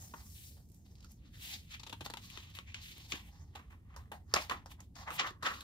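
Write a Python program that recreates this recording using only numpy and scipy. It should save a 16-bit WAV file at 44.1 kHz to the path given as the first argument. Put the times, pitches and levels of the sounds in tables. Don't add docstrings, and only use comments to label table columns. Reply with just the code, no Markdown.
import sys
import numpy as np
from scipy import signal
from scipy.fft import rfft, irfft, next_fast_len
from scipy.io import wavfile

SR = 44100
rng = np.random.default_rng(int(sys.argv[2]) if len(sys.argv) > 2 else 0)


def waveform_to_disk(signal):
    frames = np.transpose(np.atleast_2d(signal))
    scaled = np.clip(frames, -1, 1) * 32767
    samples = np.round(scaled).astype(np.int16)
    wavfile.write(sys.argv[1], SR, samples)


N = 248283

# pitch in Hz, width in Hz, relative level in dB.
SHEET_MODES = [(480, 170, -2.5), (800, 187, -1.5), (1076, 250, -5), (1918, 307, 0)]
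# pitch in Hz, width in Hz, relative level in dB.
EDGE_MODES = [(1880, 1140, 1.5), (2656, 1356, 4), (3497, 1390, 0.5), (5090, 1380, -5), (6710, 1050, -3)]


def from_db(db):
    return 10 ** (np.asarray(db) / 20)


def rms_one(x):
    return x / np.sqrt(np.mean(x ** 2) + 1e-20)


def at_hz(points, hz):
    table_hz, values = np.array(points).T
    return np.interp(np.log(hz), np.log(table_hz), values)


def drift(rate):
    step = 20
    r = np.exp(-2 * np.pi * rate * step / SR)
    white = rng.standard_normal(N // step + 2002)
    slow = signal.lfilter([1], [1, -2 * r, r * r], white)[2000:]
    return np.interp(np.arange(N) / step, np.arange(len(slow)), rms_one(slow))


def butter(x, order, hz, kind):
    return signal.sosfilt(signal.butter(order, hz, kind, fs=SR, output="sos"), x)


def resonance(hz, width):
    r = np.exp(-np.pi * width / SR)
    return (1 - r * r) / 2 * np.array([1, 0, -1]), [1, -2 * r * np.cos(2 * np.pi * hz / SR), r * r]


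def body(x, modes, low_hz):
    probed = np.concatenate([np.eye(1, x.shape[1]), x]) + 1e-18
    out = 0
    for k, (hz, width, db) in enumerate(modes):
        out = out + (-1) ** k * from_db(db) * signal.lfilter(*resonance(hz, width), probed)
    out = butter(out, 3, low_hz, "high")
    return out[1:] / np.sqrt(np.sum(out[0] ** 2))


def gliding(x, hz, width, share):
    out, state = np.zeros_like(x), np.zeros((len(x), 2))
    for i in range(0, N, 256):
        block = x[:, i:i + 256]
        out[:, i:i + 256], state = signal.lfilter(*resonance(hz[i], width), block, zi=state)
    return out + share * x


def grains(per_s, spread_db, apart):
    size = from_db(spread_db * np.minimum(rng.exponential(1, (3, N)), 4))
    size = size * rng.choice([-1, 1], (3, N))
    both, left, right = rms_one(size * (rng.random((3, N)) < per_s / SR))
    return rms_one(both + apart * np.array([left, right]))


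def air():
    return from_db(-83.5) * butter(rng.standard_normal((2, N)), 2, 2000, "high")


def hum(patchy_db):
    # frequency in Hz, relative density in dB per Hz.
    hum_spectrum = [(12, -40), (20, -18.5), (54, -1), (81, 3.5), (129, -9.5), (173, -8), (266, -17),
                    (387, -27.5), (565, -33), (637, -39.5), (756, -36), (1010, -41), (1200, -36),
                    (1560, -66), (2640, -120)]
    # frequency in Hz, left-right correlation.
    port_likeness = [(60, 0.98), (180, 0.96), (550, 0.56), (1650, -0.15), (4970, 0.04), (15000, 0.08)]
    level_db = -55
    out, edges = 0, 18 * 2 ** np.arange(0, 5.7, 1 / 3)
    white = rng.standard_normal((2, 2, N + SR))
    for k, (low, high) in enumerate(zip(edges, edges[1:])):
        mid, side = butter(white[k % 2], 2, [low, high], "band")[:, SR:]
        centre_hz = np.sqrt(low * high)
        alike = np.clip(at_hz(port_likeness, centre_hz), -1, 1)
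        gain = from_db(at_hz(hum_spectrum, centre_hz) + patchy_db * drift(5.1))
        out = out + gain * (np.sqrt(1 + alike) * mid + np.sqrt(1 - alike) * side * [[1], [-1]])
    return from_db(level_db + np.array([[-.4], [.4]])) * rms_one(out)


def room(x):
    t60_s, wall_cut_hz = 0.14, 17000
    size = next_fast_len(N + SR)
    turn = np.exp(-2j * np.pi * np.arange(size // 2 + 1) / size)
    dull = np.exp(-2 * np.pi * wall_cut_hz / SR)
    echo = np.zeros((2, len(turn)), complex)
    for k, lag in enumerate((rng.uniform(.006, 0.03, 12) * SR).astype(int)):
        loss = from_db(-60 * lag / SR / t60_s)
        loop = loss * (1 - dull) / (1 - dull * turn) * turn ** lag
        echo[k % 2] += (-1) ** (k // 2) * loop / (1 - loop)
    return irfft(echo * rfft(x.mean(axis=0), size), size)[:, :N]


def handling():
    # start of full pressure in seconds, attack, hold and release
    # in seconds, relative rubbing level in dB, rubbing resonance in Hz, relative flexing level in dB,
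    # sheet pitch in Hz, relative surface hiss in dB.
    page_strokes = [(0.0, 0.02, 0.054, 0.3, -60, 5600, -70, 750, -58.5),
                    (0.166, 0.059, 0.041, 0.19, -64.5, 5270, -64.5, 1030, -80),
                    (0.37, 1, 0.12, 0.31, -64, 5180, -88, 880, -57.5),
                    (0.764, 0.22, .005, 0.27, -73.5, 6540, -87, 760, -72),
                    (0.86, .05, 0.077, .3, -76, 4100, -84, 730, -78),
                    (1.056, 0.23, .005, .1, -70, 4300, -77.5, 1160, -80),
                    (1.112, 0.081, .005, 0.15, -66, 5100, -79, 770, -68),
                    (1.263, 0.2, .005, .3, -73.5, 3630, -82.5, 1270, -86),
                    (1.345, 0.09, 0.028, .1, -66, 3800, -73, 1630, -70),
                    (1.434, 0.11, 0.027, 0.36, -52.5, 3040, -73, 830, -52),
                    (1.51, 0.16, 0.025, .13, -47.5, 4130, -66.5, 860, -52.5),
                    (1.716, .075, 0.038, 0.089, -54.5, 3500, -67.5, 1290, -64),
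                    (1.804, 0.033, 0.49, .05, -74, 3400, -78.5, 1110, -74.5),
                    (2.052, 0.024, .003, 0.036, -48, 3900, -55, 930, -54),
                    (2.24, 0.13, 0.024, 0.17, -59, 4160, -78, 1090, -62.5),
                    (2.298, .05, 0.14, 0.23, -58.5, 3330, -69, 1050, -68.5),
                    (2.503, 0.042, .003, .07, -58, 3240, -67, 1090, -68),
                    (2.553, 0.04, 0.016, 0.17, -56.5, 3200, -67, 1070, -61.5),
                    (2.682, 0.073, 0.042, .1, -65, 2850, -80, 1070, -81),
                    (2.754, 0.037, .003, 0.31, -56, 3070, -67, 1010, -71),
                    (2.827, 0.063, 0.096, 0.087, -56, 4000, -85, 970, -61),
                    (2.954, 0.083, 0.11, .1, -61, 4030, -76.5, 950, -67.5),
                    (3.116, 0.064, 0.0034, 0.058, -49.5, 4200, -63, 900, -52),
                    (3.152, 0.038, .003, 0.23, -53.5, 2940, -61.5, 1010, -59),
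                    (3.261, 0.16, 0.024, 0.12, -69.5, 3120, -75, 740, -69.5),
                    (3.342, 0.14, 0.079, 0.45, -73, 5100, -74.5, 910, -81),
                    (3.563, 0.044, .003, 0.22, -63, 2600, -59, 1090, -71),
                    (3.704, 0.02, 0.026, 0.19, -74.5, 2650, -67.5, 1100, -76.5),
                    (3.949, 0.16, .003, 0.061, -73, 2600, -64.5, 1090, -92),
                    (3.991, 0.017, 0.028, 0.22, -75, 3830, -66, 1090, -75.5),
                    (4.13, 0.018, 0.025, 0.12, -69, 3830, -60, 770, -68),
                    (4.303, 0.085, 0.043, .05, -70.5, 5430, -71, 1150, -78.5),
                    (4.365, 0.038, 0.0033, 0.036, -48.5, 3030, -33.5, 1150, -58),
                    (4.417, 0.089, .005, 0.13, -48.5, 3900, -52, 990, -52.5),
                    (4.515, 0.041, 0.0097, 0.11, -48.5, 3020, -43, 980, -58.5),
                    (4.718, 0.059, 0.0034, 0.052, -58.5, 3620, -62.5, 970, -59),
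                    (4.802, 0.061, 0.0036, 0.069, -77, 3400, -61.5, 920, -85),
                    (4.842, 0.13, .003, 0.099, -74, 3600, -87, 953, -75),
                    (4.966, 0.025, 0.055, 0.18, -58, 4200, -58, 970, -68.5),
                    (5.073, 0.021, 0.012, 0.065, -56, 2720, -39.5, 980, -85),
                    (5.144, 0.094, 0.024, 0.04, -53, 3350, -53, 930, -50.5),
                    (5.195, 0.029, 0.0036, 0.082, -33, 2700, -36.5, 1150, -70),
                    (5.246, 0.073, 0.026, 0.048, -76, 2890, -43, 1230, -71.5),
                    (5.268, 0.022, 0.0073, 0.064, -45, 3000, -45, 1190, -59),
                    (5.465, 0.038, .003, 0.079, -37.5, 2640, -33.5, 1270, -54),
                    (5.516, 0.026, 0.0028, 0.039, -59, 2880, -44.5, 1330, -59),
                    (5.542, 0.06, .003, 0.27, -54.5, 4730, -65, 1280, -61.5)]
    swing_db, release_bend = 34.5, 0.79
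    t = np.arange(0, N, 64) / SR
    columns = np.transpose(page_strokes)[:, :, None]
    s, attack, hold, release, rub_db, rub_hz, flex_db, flex_hz, hiss_db = columns
    before = np.maximum(s - t, 0) / attack
    after = np.maximum(t - s - hold, 0) / release
    pressure = from_db(-2 * swing_db * (before + after ** release_bend)) + 1e-30
    flex, rub, hiss = [pressure * from_db(2 * db) for db in (flex_db, rub_db, hiss_db)]
    rows = [10 * np.log10(flex.sum(axis=0)),
            (flex * flex_hz).sum(axis=0) / flex.sum(axis=0),
            10 * np.log10(rub.sum(axis=0)),
            (rub * rub_hz).sum(axis=0) / rub.sum(axis=0),
            10 * np.log10(hiss.sum(axis=0))]
    return [np.interp(np.arange(N) / SR, t, row) for row in rows]


def strokes():
    # pitch in Hz, width in Hz, relative level in dB.
    coating_modes = [(9180, 17000, -4.5), (11200, 1500, 1.5), (14700, 7700, -9.5)]
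    flex_db, flex_hz, rub_db, rub_hz, hiss_db = handling()
    uneven = drift(41)
    flex = from_db(flex_db + 2.5 * uneven) * grains(3000, spread_db=2.5, apart=1.0)
    flex = from_db(1.5) * gliding(flex, flex_hz, width=307, share=0.16)
    flex = from_db(8) * body(flex, SHEET_MODES, 640)
    rub = from_db(rub_db + 1.75 * uneven) * grains(9000, spread_db=-1.5, apart=0.94)
    wavering_hz = rub_hz * (1 + 0.13 * drift(8.6))
    rub = from_db(7) * gliding(body(rub, EDGE_MODES, 1200), wavering_hz, width=1710, share=0.094)
    hiss = from_db(hiss_db + 0.24 * uneven) * grains(21000, spread_db=3.5, apart=6.2)
    return flex, rub, body(hiss, coating_modes, 5000)


def snaps():
    # start in seconds, rise in ms, relative crack level in dB, crack pitch
    # in Hz, relative sheet level in dB, sheet pitch in Hz, relative knock of the page block in dB,
    # relative treble level in dB, dying time (t60) in seconds, left over right in dB.
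    page_snaps = [(0.1367, 1.62, -42, 2470, -35.5, 930, -35.5, -84, 0.046, 3),
                  (0.5664, 2.3, -56.5, 4370, -62.5, 726, -87, -76, 0.2, -2),
                  (0.687, 1.2, -62, 6500, -83, 550, -80, -74, .04, -12),
                  (0.6981, 1.1, -65, 5740, -82, 550, -64, -77, 0.048, -15),
                  (0.7166, 1.3, -58, 5970, -90, 550, -78, -70, 0.034, -11),
                  (0.744, 1.3, -68, 5490, -87, 750, -68, -68.5, 0.035, -13),
                  (0.953, 1.2, -49, 4500, -77, 800, -82, -77, .04, -1),
                  (0.981, 1.2, -50, 5000, -78, 800, -78, -81, 0.036, -2),
                  (1.0033, 1.2, -45.5, 5040, -71, 1440, -74, -78, .045, -1),
                  (1.0265, 1.03, -47, 4120, -60.5, 720, -77, -76, .051, 1.5),
                  (1.043, 1.4, -46.5, 4830, -55.5, 1350, -83, -72, 0.051, -6),
                  (1.1169, 1.26, -44.5, 5530, -83, 665, -83, -56, 0.017, 0.1),
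                  (1.5369, 1.2, -30, 4350, -69, 1370, -60, -68, .14, 1),
                  (1.7949, 2.56, -32.5, 4100, -51.5, 920, -74, -69, 0.047, 4.5),
                  (1.8311, 2.6, -30.5, 3940, -46, 890, -69, -67, 0.042, 5),
                  (1.8635, 2.9, -32.5, 3500, -45, 895, -54, -67, 0.082, 4.5),
                  (1.8938, 2.4, -34, 3280, -45, 534, -53, -64, .058, 5),
                  (1.9254, 1.58, -29.5, 3020, -37.5, 910, -47, -60.5, 0.059, 2),
                  (2.0065, 1.28, -32.5, 3200, -39.5, 850, -45, -64, 0.073, 3.5),
                  (2.0603, 0.92, -27.5, 3970, -34.5, 845, -46, -56.5, 0.047, 2.5),
                  (2.0995, 0.99, -31.5, 3750, -39, 860, -48, -59, 0.056, 1),
                  (2.137, 0.78, -29, 3200, -35, 960, -52, -58, 0.034, 3),
                  (2.17, .8, -30.5, 3300, -41.5, 860, -57, -59.5, 0.053, 3.5),
                  (2.2982, 1.5, -39, 3100, -77, 1580, -61, -66, 0.094, 5),
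                  (2.373, 0.81, -32.5, 3000, -41.5, 860, -53.5, -68, 0.033, 8),
                  (2.5495, 1.8, -35, 3280, -69, 1100, -50, -60, 0.035, 7),
                  (2.587, 0.67, -33, 3060, -42.5, 1130, -54, -67, 0.035, 5),
                  (2.7432, .9, -25, 2780, -40, 1580, -64, -66.5, 0.036, 1),
                  (2.9786, 1.2, -56, 3750, -58, 684, -51, -57, 0.027, 1.1),
                  (3.119, 2.13, -16, 2900, -35, 1090, -38.5, -76, 0.048, 2.5),
                  (3.1317, 1.8, -43, 2890, -39.5, 1670, -43.5, -78, 0.09, 6),
                  (3.5513, 3.3, -34.5, 3380, -38.5, 795, -61, -65, 0.075, -4),
                  (3.59, 2.2, -53, 2160, -48.5, 1120, -57, -84, 0.1, -5),
                  (3.962, 1.5, -38.5, 5400, -40.5, 904, -55.5, -64, 0.087, -3),
                  (4.116, 1.29, -38, 2950, -35.5, 886, -51, -59.5, 0.065, -1),
                  (4.3384, 0.75, -10.5, 5400, -17, 1360, -44.5, -42.5, 0.042, 1),
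                  (4.36, 1.1, -21.5, 2000, -32.5, 660, -44.5, -59, 0.17, 1),
                  (4.4953, 1.65, -19.5, 3100, -27, 1110, -50, -53.5, 0.037, 2),
                  (4.508, 1.7, -51, 2070, -31, 1126, -42, -79, 0.12, -6.5),
                  (4.6581, 1.41, -39, 5230, -42.5, 840, -65, -68.5, .065, 2),
                  (4.803, 1.2, -37, 6860, -77, 730, -77, -63, 0.046, -1.5),
                  (4.953, 2, -41.5, 5140, -57, 1030, -72, -74.5, 0.079, 8),
                  (5.1031, 2.3, -34, 2620, -34, 1230, -44, -62.5, 0.098, 2),
                  (5.1978, 1.2, -57, 3130, -34.5, 1070, -47, -77, 0.34, -1.5),
                  (5.305, 1.05, -60, 2570, -50, 1220, -51, -74, 0.036, -6),
                  (5.4243, 2.2, -33.5, 4180, -34.5, 1154, -48.5, -64, 0.54, 1.5),
                  (5.6062, 0.77, -34.5, 3685, -49, 1640, -82, -57.5, 0.047, -2.5)]
    # pitch in Hz, width in Hz, relative level in dB.
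    block_modes = [(198, 180, 0), (317, 104, 4)]
    # pitch in Hz, width in Hz, relative level in dB.
    treble_modes = [(8650, 10000, -2.5), (12500, 7700, -1.5)]
    crack, knock, bow, slap, top = np.zeros((5, 2, N))
    rattle = grains(6000, spread_db=6.0, apart=1.0)
    t = np.arange(SR // 3) / SR
    for at_s, rise_ms, crack_db, crack_hz, sheet_db, sheet_hz, knock_db, treble_db, t60, pan_db in page_snaps:
        i = round(at_s * SR)
        n = min(len(t), N - i)
        span = slice(i, i + n)
        burst = rattle[:, span] * from_db(-60 * t[:n] / t60)
        burst = burst * (1 - np.exp(-1000 * t[:n] / rise_ms))
        burst = burst * (1 + from_db(-1.5) * np.exp(-550 * t[:n] / rise_ms))
        j = int(rise_ms / 1000 * SR)
        burst[:, j:j + 3] -= from_db(9.5) / rise_ms * np.array([.6, 1, .6])
        burst = burst * from_db([[pan_db / 2], [-pan_db / 2]])
        ring = signal.lfilter(*resonance(crack_hz, 1250), burst)
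        crack[:, span] += from_db(crack_db - 14.5) * (.5 * burst + 2.0 * ring)
        slap[:, span] += from_db(sheet_db - 12.5) * burst
        bow[:, span] += from_db(sheet_db + 14) * signal.lfilter(*resonance(sheet_hz, 170), burst)
        knock[:, span] += from_db(knock_db - 4) * burst.mean(axis=0)
        top[:, span] += from_db(treble_db + 4.5) * burst
    low = body(slap, SHEET_MODES, 220) + bow + body(knock, block_modes, 95)
    return low, body(crack, EDGE_MODES, 1940), body(top, treble_modes, 5700)


def paper():
    flex, rub, hiss = strokes()
    snap_low, crack, top = snaps()
    low = flex + snap_low
    low = .35 * low.mean(axis=0) + .65 * low
    edge = butter(rub + crack, 4, 7800, "low")
    treble = from_db([[1.8], [-1.8]]) * (hiss + top)
    return low, edge + treble


def scene():
    right_lag_s = .00016, .000227
    parts = paper()
    direct = 0
    for (left, right), lag_s in zip(parts, right_lag_s):
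        late = np.pad(right, (round(lag_s * SR), 0))[:N]
        direct = direct + np.array([left, late])
    return direct + from_db(-12.5) * room(sum(parts)) + hum(patchy_db=2.5) + air()


def record(dry):
    return signal.sosfilt(signal.cheby2(14, 60, 16300, fs=SR, output="sos"), dry)


dry = scene()
out = record(dry)
waveform_to_disk(out)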